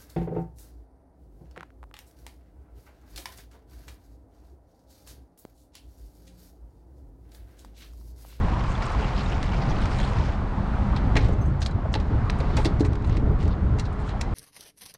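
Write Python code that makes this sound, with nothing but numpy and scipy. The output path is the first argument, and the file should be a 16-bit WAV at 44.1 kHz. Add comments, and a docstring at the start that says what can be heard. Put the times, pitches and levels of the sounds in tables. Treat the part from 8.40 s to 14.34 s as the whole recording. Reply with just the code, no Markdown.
"""Wind rumbles on a body-worn microphone while choppy water washes around a small fibreglass boat.
An angler reels in with rustling sleeves as the hooked fish splashes, then swings it aboard.
It flaps on the hollow foredeck: its wet skin slaps, and its weight makes the deck knock dully.
The steel lure tinkles and the landing net scrapes on the scales. Under the wind, a faint low drone
swells once and a thin hum sets in later."""
import sys
import numpy as np
from scipy import signal
from scipy.fft import rfft, irfft, next_fast_len
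from scipy.io import wavfile
from scipy.ndimage import uniform_filter1d, map_coordinates

SR = 44100
rng = np.random.default_rng(int(sys.argv[2]) if len(sys.argv) > 2 else 0)


def bounce(signal):
    """Save signal as a 16-bit WAV file at the path given by the first command-line argument."""
    frames = np.transpose(np.atleast_2d(signal))
    limited = np.clip(frames, -1, 1)
    pcm = np.round(limited * 32767).astype(np.int16)
    wavfile.write(sys.argv[1], SR, pcm)


N = 261954

# the tone of rustling cloth and spattering water: (frequency [Hz], level [dB])
RUSTLE_TONE = [(500, -40), (1300, 2), (2300, 4.5), (3500, -4.5), (5000, -7.5), (7000, -14.5), (9000, -24),
               (10500, -30.5), (15000, -50)]


def amp(db):
    """Turn decibels into a number to multiply a sound by."""
    return 10 ** (np.asarray(db) / 20)


def unit(x):
    """Scale a signal to an average (rms) strength of 1."""
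    return x / np.sqrt(np.mean(x ** 2) + 1e-20)


def steady(x):
    """Even out the slow swells of a noise."""
    return x / np.sqrt(np.abs(uniform_filter1d(x ** 2, size=4500)) + 1e-6)


def along(points, hz):
    """Read between (frequency [Hz], value) points, giving each octave equal room."""
    frequencies, values = np.transpose(points)
    return np.interp(np.log(hz + 1), np.log(frequencies + 1), values)


def curve(points):
    """Join (time [s], value) points with straight lines, one value a sample."""
    return np.interp(np.arange(N) / SR, *np.transpose(points))


def stretch(points):
    """A volume that follows (time [s], level [dB]) points and is silent before and after them."""
    t = np.arange(N) / SR
    sounding = 1. * ((t >= points[0][0]) & (t <= points[-1][0]))
    return amp(curve(points)) * uniform_filter1d(sounding, size=900)


def hump(s, length):
    """A smooth rise to 1 at time s and back, about length seconds wide."""
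    return np.exp(-(2 * (np.arange(N) / SR - s) / length) ** 2)


def swell(t, rise, t60):
    """Contact spreads until t = 0, then the sound fades by 60 dB every t60 seconds."""
    growth = np.exp(-(np.minimum(t, 0) / max(rise, .0002)) ** 2)
    return growth * amp(-60 * np.maximum(t, 0) / max(t60, .003))


def wobble(rate):
    """A smooth curve through rate random values a second."""
    return map_coordinates(rng.standard_normal(8192), [np.arange(N) * rate / SR + 2], mode="mirror")


def add(track, s, sound):
    """Mix a sound into a track at s seconds."""
    part = track[max(round(s * SR), 0):][:len(sound)]
    part += sound[:len(part)]


def filtered(x, response):
    """Multiply each frequency in x by response(hz)."""
    size = next_fast_len(len(x) + 8192)
    return irfft(rfft(x, size) * response(np.fft.rfftfreq(size, 1 / SR)), size)[:len(x)]


def coloured(x, tone):
    """Give x a (frequency [Hz], level [dB]) tone that falls away above its last point; strength 1."""
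    return unit(filtered(x, lambda hz: amp(along(tone, hz)) / (1 + (hz / tone[-1][0]) ** 4)))


def rush(tone, patchy_db):
    """Rushing noise with random louder and softer patches across pitch and time."""
    spectra = signal.stft(rng.standard_normal(N), nperseg=512)[2]
    patches = uniform_filter1d(rng.standard_normal(spectra.shape), size=5, axis=0)
    patches = unit(uniform_filter1d(patches, size=10, axis=1))
    noise = signal.istft(spectra * amp(patchy_db * patches), nperseg=512)[1][:N]
    return coloured(noise, tone)


def grains(rate, spread_db):
    """Tiny random clicks of uneven size, about rate of them a second."""
    pulses = (rng.random(N) < rate / SR) * rng.standard_normal(N)
    return pulses * amp(spread_db * np.minimum(rng.exponential(size=N), 4))


def bubbles(rate, hz, cycles, spread_db, octaves):
    """Rate bubbles a second; each rises in pitch and fades by 30 dB over the given cycles."""
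    when, pitch, size = rng.random((int(rate * N / SR), 3)).T[:, :, None]
    samples = np.arange(1024)
    turns = hz * 2 ** (octaves * (pitch - .5)) * samples / SR
    age = turns / cycles
    size_db = spread_db * np.minimum(-np.log(1 - size), 3)
    volume = amp(size_db - 30 * age) * (1 - np.exp(-2 * turns))
    waves = volume * np.sin(2 * np.pi * turns * (1 + 0.073 * age))
    positions = (when * N).astype(int) + samples
    return unit(np.bincount(positions.ravel(), waves.ravel(), N)[:N])


def surges(source, rows, octaves):
    """Brief swells of a grainy sound, each narrowed to a band around its own pitch."""
    def band(centre):
        return unit(filtered(source, lambda hz: np.exp(-(np.log2((hz + 1) / centre) / octaves) ** 2)))
    return sum(amp(db) * hump(s, length) * band(centre) for s, length, db, centre in rows)


def ringing(modes, attack, scatter_db=4.0, detune=0.0088):
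    """A struck object's own fading notes (modes), a little different in level and pitch each time."""
    t = np.arange(8192) / SR
    ring = np.zeros(len(t))
    for hz, db, t60 in modes:
        volume = amp(db + scatter_db * rng.normal() - 60 * t / t60)
        ring += volume * np.sin(2 * np.pi * hz * (1 + detune * rng.normal()) * t)
    return ring * (1 - np.exp(-t / attack))


def struck_at(modes, place_hz, boost_db=8, octaves=.08):
    """Each spot on the deck favours one pitch: notes near it come out stronger."""
    return [(hz, db + boost_db * np.exp(-(np.log2(hz / place_hz) / octaves) ** 2), t60)
            for hz, db, t60 in modes]


def drone_and_hum(hum_hz=419.4, hum_start_s=3.6):
    """Two faint sounds under the wind: a low drone that swells once, and later a thin wavering hum."""
    # the drone's tone: (frequency [Hz], level [dB])
    drone_tone = [(150, -34), (186, -9), (200, 6.5), (222, -23), (247, -2.5), (275, -6.5), (340, -41)]
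    fade_in = np.clip((np.arange(N) / SR - hum_start_s) / 0.083, 0, 1)
    level_db = -46.5 + 2.5 * wobble(8)
    pitch_hz = hum_hz + 1.8 * wobble(25)
    hum = amp(level_db) * np.sin(2 * np.pi * np.cumsum(pitch_hz) / SR)
    drone = steady(coloured(rng.standard_normal(N), drone_tone))
    return fade_in * hum + amp(-33) * hump(2.42, length=1) * drone


def wind():
    """Big swirls of air push on the microphone; smaller ones buffet and flutter, more so in a gust."""
    # the wind's strength: (time [s], level [dB])
    strength = [(0, -23), (.22, -27), (.55, -28.5), (.72, -27), (1, -27), (1.35, -24.5), (1.8, -26.5),
                (2.1, -28.5), (2.42, -28.5), (2.72, -22.5), (3.2, -31.5), (3.85, -27.5), (4.2, -24.5),
                (4.5, -32), (4.85, -22), (5.05, -25.5), (5.45, -31), (5.94, -29)]
    # gusts: (peak time [s], length [s], rise in buffeting [dB])
    gusts = [(0.562, 0.081, 7.5), (1.807, 0.13, 6.5), (2.4, 0.38, 5.5), (2.822, 0.25, 6), (3.12, 0.28, 6),
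             (3.402, 0.84, 5.5), (3.765, 0.14, 6.5), (4.21, 0.14, 5), (4.464, 0.25, 11.5),
             (4.707, 0.075, 10), (4.892, 0.067, 5.5), (5.073, 0.095, 8), (5.327, 0.26, 11)]
    # tones of big, middling and small swirls: (frequency [Hz], level [dB])
    push_tone = [(8, -31.5), (18, -5), (37, 0), (49, 5.5), (61, -17), (80, -10), (140, -64)]
    buffet_tone = [(35, -34), (58, 2), (80, 1), (115, -2), (145, -7.5), (210, -46.5)]
    flutter_tone = [(70, -8.5), (125, -1), (160, -1.5), (200, -2), (250, -8.5), (330, -11.5), (480, -20),
                    (900, -25)]
    wind_db = curve(strength)
    swing_db = wind_db - wind_db.mean()
    gust_db = sum(db * hump(s, length) for s, length, db in gusts)
    push = steady(rush(push_tone, patchy_db=-3.5))
    buffet = steady(rush(buffet_tone, patchy_db=-4.0))
    flutter = rush(flutter_tone, patchy_db=1.5)
    return (amp(wind_db - 0.5 * wobble(18)) * push
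            + amp(-29.5 + 0.84 * swing_db + gust_db) * buffet
            + amp(-32 + swing_db + 0.4 * gust_db) * flutter)


def water():
    """Small waves wash and lap around the hull, full of ringing bubbles, under a thin hiss of spray."""
    # the strength of the choppy water: (time [s], level [dB])
    chop = [(0, -36.5), (.25, -37), (.55, -35.5), (1.03, -38), (1.3, -36), (1.75, -36.5), (2.07, -39.5),
            (2.4, -37.5), (2.7, -38), (3.05, -42), (3.33, -43.5), (3.65, -40.5), (4.2, -37.5), (4.5, -42.5),
            (5.4, -42.5), (5.94, -40)]
    # tones of the wash and the spray: (frequency [Hz], level [dB])
    wash_tone = [(150, -25), (300, -5.5), (500, -1.5), (800, -0.5), (1050, -2), (1400, -6.5), (2000, -13.5),
                 (3000, -29.5), (6000, -44.5)]
    spray_tone = [(900, -10.5), (2000, 2.5), (3000, -1.5), (4300, -5), (5500, -11.5), (8000, -18.5),
                  (10000, -25), (11000, -34.5), (15000, -47.5)]
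    # waves lapping on the hull: (peak time [s], length [s], level [dB], pitch [Hz])
    laps = [(.15, 0.36, -40.5, 990), (0.497, 0.1, -36, 1170), (0.767, 0.21, -41, 1080),
            (1.2, 0.39, -46, 880), (2.327, 0.1, -41, 1300), (2.408, 0.66, -43, 870),
            (3.87, 0.067, -40.5, 1070)]
    chop_db = curve(chop)
    gurgle = .45 * bubbles(rate=130, hz=1000, cycles=16, spread_db=3, octaves=1.1)
    wash = amp(chop_db + 1.5 + 0.2 * wobble(25)) * unit(rush(wash_tone, patchy_db=0.7) + gurgle)
    spray = amp(-54 + 1.43 * (chop_db - chop_db.mean())) * rush(spray_tone, patchy_db=.8)
    slosh = bubbles(rate=600, hz=1050, cycles=16, spread_db=2, octaves=1.3)
    return wash + spray + surges(slosh, laps, octaves=.26)


def clicks():
    """Thin dry clicks far up in the treble, over a fine crackle."""
    # patches of crackle: (start [s], end [s], level [dB])
    crackles = [(2.81, 2.925, -75), (4.83, 4.93, -82)]
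    # single clicks: (time [s], level [dB])
    snaps = [(2.832, -51), (2.848, -50), (2.87, -58), (2.891, -54), (2.902, -55), (4.838, -60),
             (4.913, -47), (4.918, -40), (4.923, -54)]
    volume = sum(stretch([(start, db), (end, db)]) for start, end, db in crackles)
    track = volume * unit(grains(rate=500, spread_db=1))
    for s, db in snaps:
        add(track, s, amp(db) * np.array([1, -.5]))
    return track


def splashes():
    """The hooked fish thrashes and throws up spurts of hiss and tiny bubbles."""
    # spurts of water: (peak time [s], length [s], level [dB], pitch [Hz])
    spurts = [(0.312, 0.049, -55, 7160), (0.435, 0.019, -47, 5560), (0.462, 0.017, -53, 7400),
              (0.52, 0.02, -59, 8100), (0.634, 0.048, -43, 2600), (0.784, 0.083, -46, 4280),
              (0.844, .06, -60, 7050), (1.14, 0.057, -46, 2380), (1.228, .03, -50, 4600),
              (1.305, 0.025, -47, 5200), (1.42, 0.022, -58, 8260), (1.462, .025, -49, 4600),
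              (1.525, 0.044, -49.5, 4760), (1.6, 0.26, -59.5, 7700), (1.62, 0.12, -45, 3770),
              (1.82, .14, -59.5, 5670)]
    hiss = rng.standard_normal(N)
    fizz = 1.3 * bubbles(rate=1200, hz=5000, cycles=18, spread_db=1.6, octaves=2)
    return surges(hiss + fizz, spurts, octaves=.32)


def drops():
    """Each drop lands with a splat and leaves a bubble that rings briefly and rises in pitch."""
    # drops thrown up by the hooked fish: (time [s], level [dB], starting pitch [Hz])
    landings = [(0.352, -35, 3400), (.645, -38, 2700), (.777, -37, 4850), (0.86, -36, 3660),
                (1.135, -33, 2260), (1.223, -37, 2350), (1.315, -39, 3300)]
    track, t = np.zeros(N), np.arange(SR // 20) / SR
    soft_start = np.sin(np.pi / 2 * np.minimum(t / .0015, 1)) ** 2
    volume = soft_start * swell(t - .002, rise=0.003, t60=.021)
    for s, db, hz in landings:
        splat = amp(-6) * coloured(rng.standard_normal(len(t)), RUSTLE_TONE)
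        bubble = np.sin(2 * np.pi * hz * t * (1 + 2.5 * t))
        add(track, s, amp(db) * (bubble + splat) * volume)
    return track


def reeling():
    """Sleeves and reel rub in many tiny slips while the hooked fish spatters water in clumps."""
    # the loudness of winding in: (time [s], level [dB])
    winding = [(0, -50.5), (.4, -46.5), (.8, -43), (.95, -45.5), (1.38, -47), (1.6, -44.5), (1.87, -46),
               (1.96, -50)]
    cloth = rush(RUSTLE_TONE, patchy_db=1.5)
    slips = .7 * coloured(grains(rate=280, spread_db=2.2), RUSTLE_TONE)
    clumps = .55 * amp(1.5 * wobble(22))
    spatter = coloured(bubbles(rate=260, hz=5200, cycles=11, spread_db=2, octaves=1.8), RUSTLE_TONE)
    return amp(1.2 * wobble(35)) * stretch(winding) * unit(cloth + slips + clumps * spatter)


def sliding():
    """The wet fish slides over the deck and net, and the mesh scrapes on its scales."""
    # slides: (start [s], end [s], starting level [dB], ending level [dB])
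    slides = [(2.798, 2.964, -40.5, -62.5), (3.9, 4.23, -63.5, -46.5), (4.497, 4.583, -57, -68),
              (4.675, 4.782, -53.5, -51.5), (5, 5.16, -49.5, -61), (5.587, 5.728, -59, -52)]
    # the tone of mesh on scales: (frequency [Hz], level [dB])
    scrape_tone = [(900, -20), (2000, 2), (2700, -2), (3700, -2.5), (4500, -6.5), (5400, -10.5),
                   (8000, -27), (10000, -28), (15000, -45)]
    hiss = rush(scrape_tone, patchy_db=1.5)
    slips = coloured(grains(rate=350, spread_db=1.5), scrape_tone)
    squelch = .8 * coloured(bubbles(rate=300, hz=3800, cycles=10, spread_db=2.5, octaves=1.2), scrape_tone)
    volume = sum(stretch([(start, first_db), (end, last_db)]) for start, end, first_db, last_db in slides)
    return amp(0.76 * wobble(68)) * volume * unit(hiss + slips + squelch)


def wriggles():
    """Wet scales catch on the mesh in quick runs of tiny slips."""
    # short wriggles: (peak time [s], length [s], level [dB], pitch [Hz])
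    runs = [(2.858, 0.083, -62, 6900), (3.07, 0.06, -67, 7300), (2.933, .03, -63, 6500),
            (3.21, 0.012, -53, 7000), (3.256, 0.014, -50, 6000), (3.533, 0.018, -51, 6000),
            (3.991, .012, -58.5, 7260), (4.21, 0.052, -58, 7460), (4.253, 0.031, -54, 7400),
            (4.461, .02, -54.5, 6960), (4.677, .035, -64, 6960), (4.73, 0.044, -59, 3660),
            (5.029, 0.057, -63, 6400), (5.08, .02, -68, 6860), (5.123, 0.038, -55, 3800),
            (5.456, 0.023, -55, 4600), (5.531, .02, -63, 7800), (5.61, .04, -65, 7400),
            (5.68, 0.051, -60.5, 6900)]
    slips = .7 * rng.standard_normal(N) + unit(grains(rate=700, spread_db=1.2))
    return surges(slips, runs, octaves=.42)


def lure():
    """The steel lure touches metal and tinkles faintly."""
    # touches: (time [s], level [dB])
    touches = [(2.924, -57), (2.984, -63), (3.012, -50), (3.021, -59), (3.053, -53)]
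    # the lure's own notes: (pitch [Hz], level [dB], time to fade by 60 dB [s])
    steel_modes = [(6293, 0, .075), (7990, -12, .1), (8812, -10, .07), (11886, -14, .065),
                   (12107, -14, .07)]
    track = np.zeros(N)
    for s, db in touches:
        add(track, s, amp(db) * ringing(steel_modes, attack=0.004, scatter_db=3, detune=.004))
    return track


def add_smack(track, s, db, rise, t60, weight_db, edge_db):
    """Mix in a crackly burst that peaks at time s; weight lifts its middle pitches, edge its treble."""
    # the tone of wet skin hitting the deck: (frequency [Hz], level [dB])
    skin_tone = [(250, -40), (600, 6.5), (1200, 2.5), (2100, 4.5), (3000, -1), (4000, 5), (5200, -1),
                 (7000, -6), (9300, -13.5), (10500, -24), (12300, -26), (13200, -36.5), (14800, -39),
                 (16000, -48.5)]
    t = np.arange(-4096, 4096) / SR
    noise = rng.standard_normal(len(t))
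    roughness_db = -unit(uniform_filter1d(rng.standard_normal(len(t)), size=30))
    tilt = [(700, weight_db / 2), (2200, weight_db), (3800, 0.006), (7000, edge_db)]
    crackle = filtered(noise * amp(roughness_db), lambda hz: amp(along(tilt, hz)))
    add(track, s + t[0], amp(db) * coloured(crackle, skin_tone) * swell(t, rise, t60))


def ticks():
    """Reel, tackle and net give small, light ticks."""
    # light contacts: (time [s], level [dB])
    taps = [(0.423, -32.5), (0.464, -38), (1.029, -29.5), (1.039, -36.5), (1.456, -31), (1.587, -31.5),
            (1.601, -30), (4.532, -40.5), (4.555, -40), (4.623, -47), (4.674, -45), (4.696, -38),
            (4.728, -52), (4.798, -48), (4.99, -47), (5.01, -43), (5.028, -40.5), (5.054, -44),
            (5.079, -39.5), (5.107, -56), (5.528, -50)]
    track = np.zeros(N)
    for s, db in taps:
        add_smack(track, s, db, rise=0.00039, t60=.028, weight_db=8.0, edge_db=1.5)
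    return track


def knocks():
    """Blows ring the hollow deck; hard ones reach its upper notes, and a fish lying on it damps them."""
    # blows: (time [s], level [dB], upper-note lift [dB], favoured pitch [Hz], ring length [factor])
    blows = [(0.595, -26.5, -6, 415, 0.76), (0.622, -27, 10, 415, 1), (2.7565, -17, 2, 340, 0.81),
             (2.776, -19, -7, 337, 0.65), (2.886, -22, -8, 520, .8), (2.948, -28.5, 6, 415, 0.94),
             (3.452, -24.5, 6, 634, 0.92), (3.554, -20, -2, 850, 0.86), (3.709, -23, -7, 303, 0.87),
             (4.004, -22.5, -1.5, 536, 1), (4.179, -19, -2, 866, 2.1), (4.2557, -13.5, -10.5, 333, 2),
             (4.4065, -10, -11.5, 323, 1.16), (4.42, -20, -12, 290, 2.2), (4.445, -25, -13, 325, 2.1),
             (4.778, -24, -15, 305, 1.2), (4.826, -24, -10, 300, 1.7), (4.872, -26, -4, 415, 1.3),
             (4.902, -21.5, -11, 340, 1.3), (5.059, -26, 0.5, 415, 1), (5.29, -28, -9, 337, 1.2),
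             (5.355, -28, -11, 290, 1)]
    # the deck panel's own notes: (pitch [Hz], level [dB], time to fade by 60 dB [s])
    deck_modes = [(265, -23, 0.083), (288.5, -6.5, 0.037), (327, -0.5, 0.024), (414.6, -10.5, 0.074),
                  (527, -20.5, 0.053), (651, -19.5, 0.034), (845, -23, 0.035)]
    # the hull's rumble after a knock: (frequency [Hz], level [dB])
    rumble_tone = [(80, -43), (200, -34), (330, -9.5), (450, 6.5), (700, 1.5), (1100, -32), (2500, -50)]
    track = np.zeros(N)
    for s, db, upper_db, place_hz, sustain in blows:
        modes = [(hz, level + (hz > 450) * (upper_db + 16), t60 * sustain)
                 for hz, level, t60 in struck_at(deck_modes, place_hz)]
        ring = ringing(modes, attack=0.005, scatter_db=0.5)
        t = np.arange(len(ring)) / SR
        rumble = coloured(rng.standard_normal(len(t)), rumble_tone)
        rumble *= swell(t - .002, rise=0.0003, t60=.33)
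        add(track, s, amp(db) * (ring / np.abs(ring).max() + amp(-27) * rumble))
    return track


def slaps():
    """Fin, wet body and tail smack the deck in turn, and its hard shell clacks."""
    # flaps: (time [s], level [dB], weight [dB], edge [dB], time to fade by 60 dB [s], favoured pitch [Hz])
    flaps = [(2.564, -35, -2.5, -10.5, 0.061, 2470), (2.7557, -29, 13, -1, 0.026, 1270),
             (2.7665, -23, 10, -2, 0.0204, 2470), (2.7706, -22, 13, -0.5, 0.051, 1950),
             (2.79, -42, 2, -13, .09, 4130), (2.847, -42, 9, -6, 0.084, 4150),
             (2.887, -49, 2, 5, 0.046, 1950), (3.219, -34.5, -2, -1, 0.07, 2700),
             (3.227, -36.5, -12, 2, 0.028, 4130), (3.2617, -25.5, -11, -7, .013, 3450),
             (3.267, -41, -6, 10, 0.038, 3750), (3.312, -50, 5, 6, 0.039, 4130),
             (3.541, -24, 0, -5.5, 0.016, 3750), (3.5522, -30.5, -2, -11, 0.038, 2680),
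             (3.601, -39.5, -1, -8, 0.04, 3750), (3.899, -25, 4, -8, 0.012, 2170),
             (3.9038, -33.5, -7, 5, 0.008, 2470), (4.004, -37, 5, -3, 0.04, 3750),
             (4.1691, -28.5, 7, 9, 0.025, 1950), (4.1724, -31.5, 11, 5, 0.088, 1950),
             (4.249, -29.5, 6, 4, 0.031, 4480), (4.256, -27.5, -6, -3, 0.054, 3450),
             (4.398, -45, -5, 4, 0.082, 4480), (4.407, -39, -4, 4, 0.04, 4130),
             (4.45, -37.5, 10, 3.5, 0.07, 1950), (4.646, -43, 8, 0, 0.04, 2150),
             (4.77, -39.5, 13, 8, 0.035, 2490), (5.388, -41.5, 4, 5, 0.1, 2170),
             (5.397, -34, -1.5, 6, 0.034, 4480), (5.456, -46.5, -1, -4, 0.068, 4130),
             (5.692, -42.5, 1, -4, 0.064, 3750), (5.8125, -27.5, 4, 10, 0.026, 2170)]
    # the shell's own notes: (pitch [Hz], level [dB], time to fade by 60 dB [s])
    shell_modes = [(1270, -6, .05), (1950, -1.5, .045), (2170, -2, .045), (2470, 0, .05), (2700, 2, .05),
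                   (3450, -3, .035), (3750, -4, .035), (4130, -2, .045), (4480, -3, .04)]
    track = np.zeros(N)
    for s, db, weight_db, edge_db, t60, place_hz in flaps:
        fin, body, tail = (s - .16 * t60, db - 18), (s, db), (s + .15 * t60, db - 7.5)
        for contact_s, contact_db in (fin, body, tail):
            add_smack(track, contact_s, contact_db, .033 * t60, t60, weight_db, edge_db)
        add_smack(track, s, db + 2, 0, .007, weight_db, edge_db)  # the sharp snap as the body hits
        longest_ring_s = 1.3 * t60  # the fish damps the shell
        modes = [(hz, level, min(ring_s, longest_ring_s))
                 for hz, level, ring_s in struck_at(shell_modes, place_hz)]
        clack = ringing(modes, attack=.0004, detune=.02)
        add(track, s, amp(db - 11.5 + .2 * weight_db) * clack)
    return track


def hull_echoes(x):
    """Sound bounces between the sides of the boat; the treble dies away first."""
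    # how long the echoes last: (frequency [Hz], time to fade by 60 dB [s])
    fade_times = [(200, 1), (2000, 0.21), (10000, 0.12)]
    hz, t, spectra = signal.stft(rng.standard_normal(SR // 3), SR, nperseg=256)
    fade = amp(-60 * t / along(fade_times, hz)[:, None])
    tail = signal.istft(spectra * fade, SR, nperseg=256)[1]
    return signal.fftconvolve(x, np.pad(tail, (150, 0)) / np.linalg.norm(tail))[:N]


def scene():
    """The fish is reeled in and flaps on deck, amid wind and water."""
    hits = slaps() + ticks() + knocks() + lure()
    struggle = drops() + reeling() + sliding() + wriggles() + splashes()
    background = clicks() + water() + wind() + drone_and_hum()
    return (hits + amp(-14.0) * hull_echoes(hits) + struggle + background)[None]


def record(dry, top_hz=15600):
    """Cut away the very highest treble."""
    return filtered(dry[0], lambda hz: hz < top_hz)[None]


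dry = scene()
out = record(dry)
bounce(out)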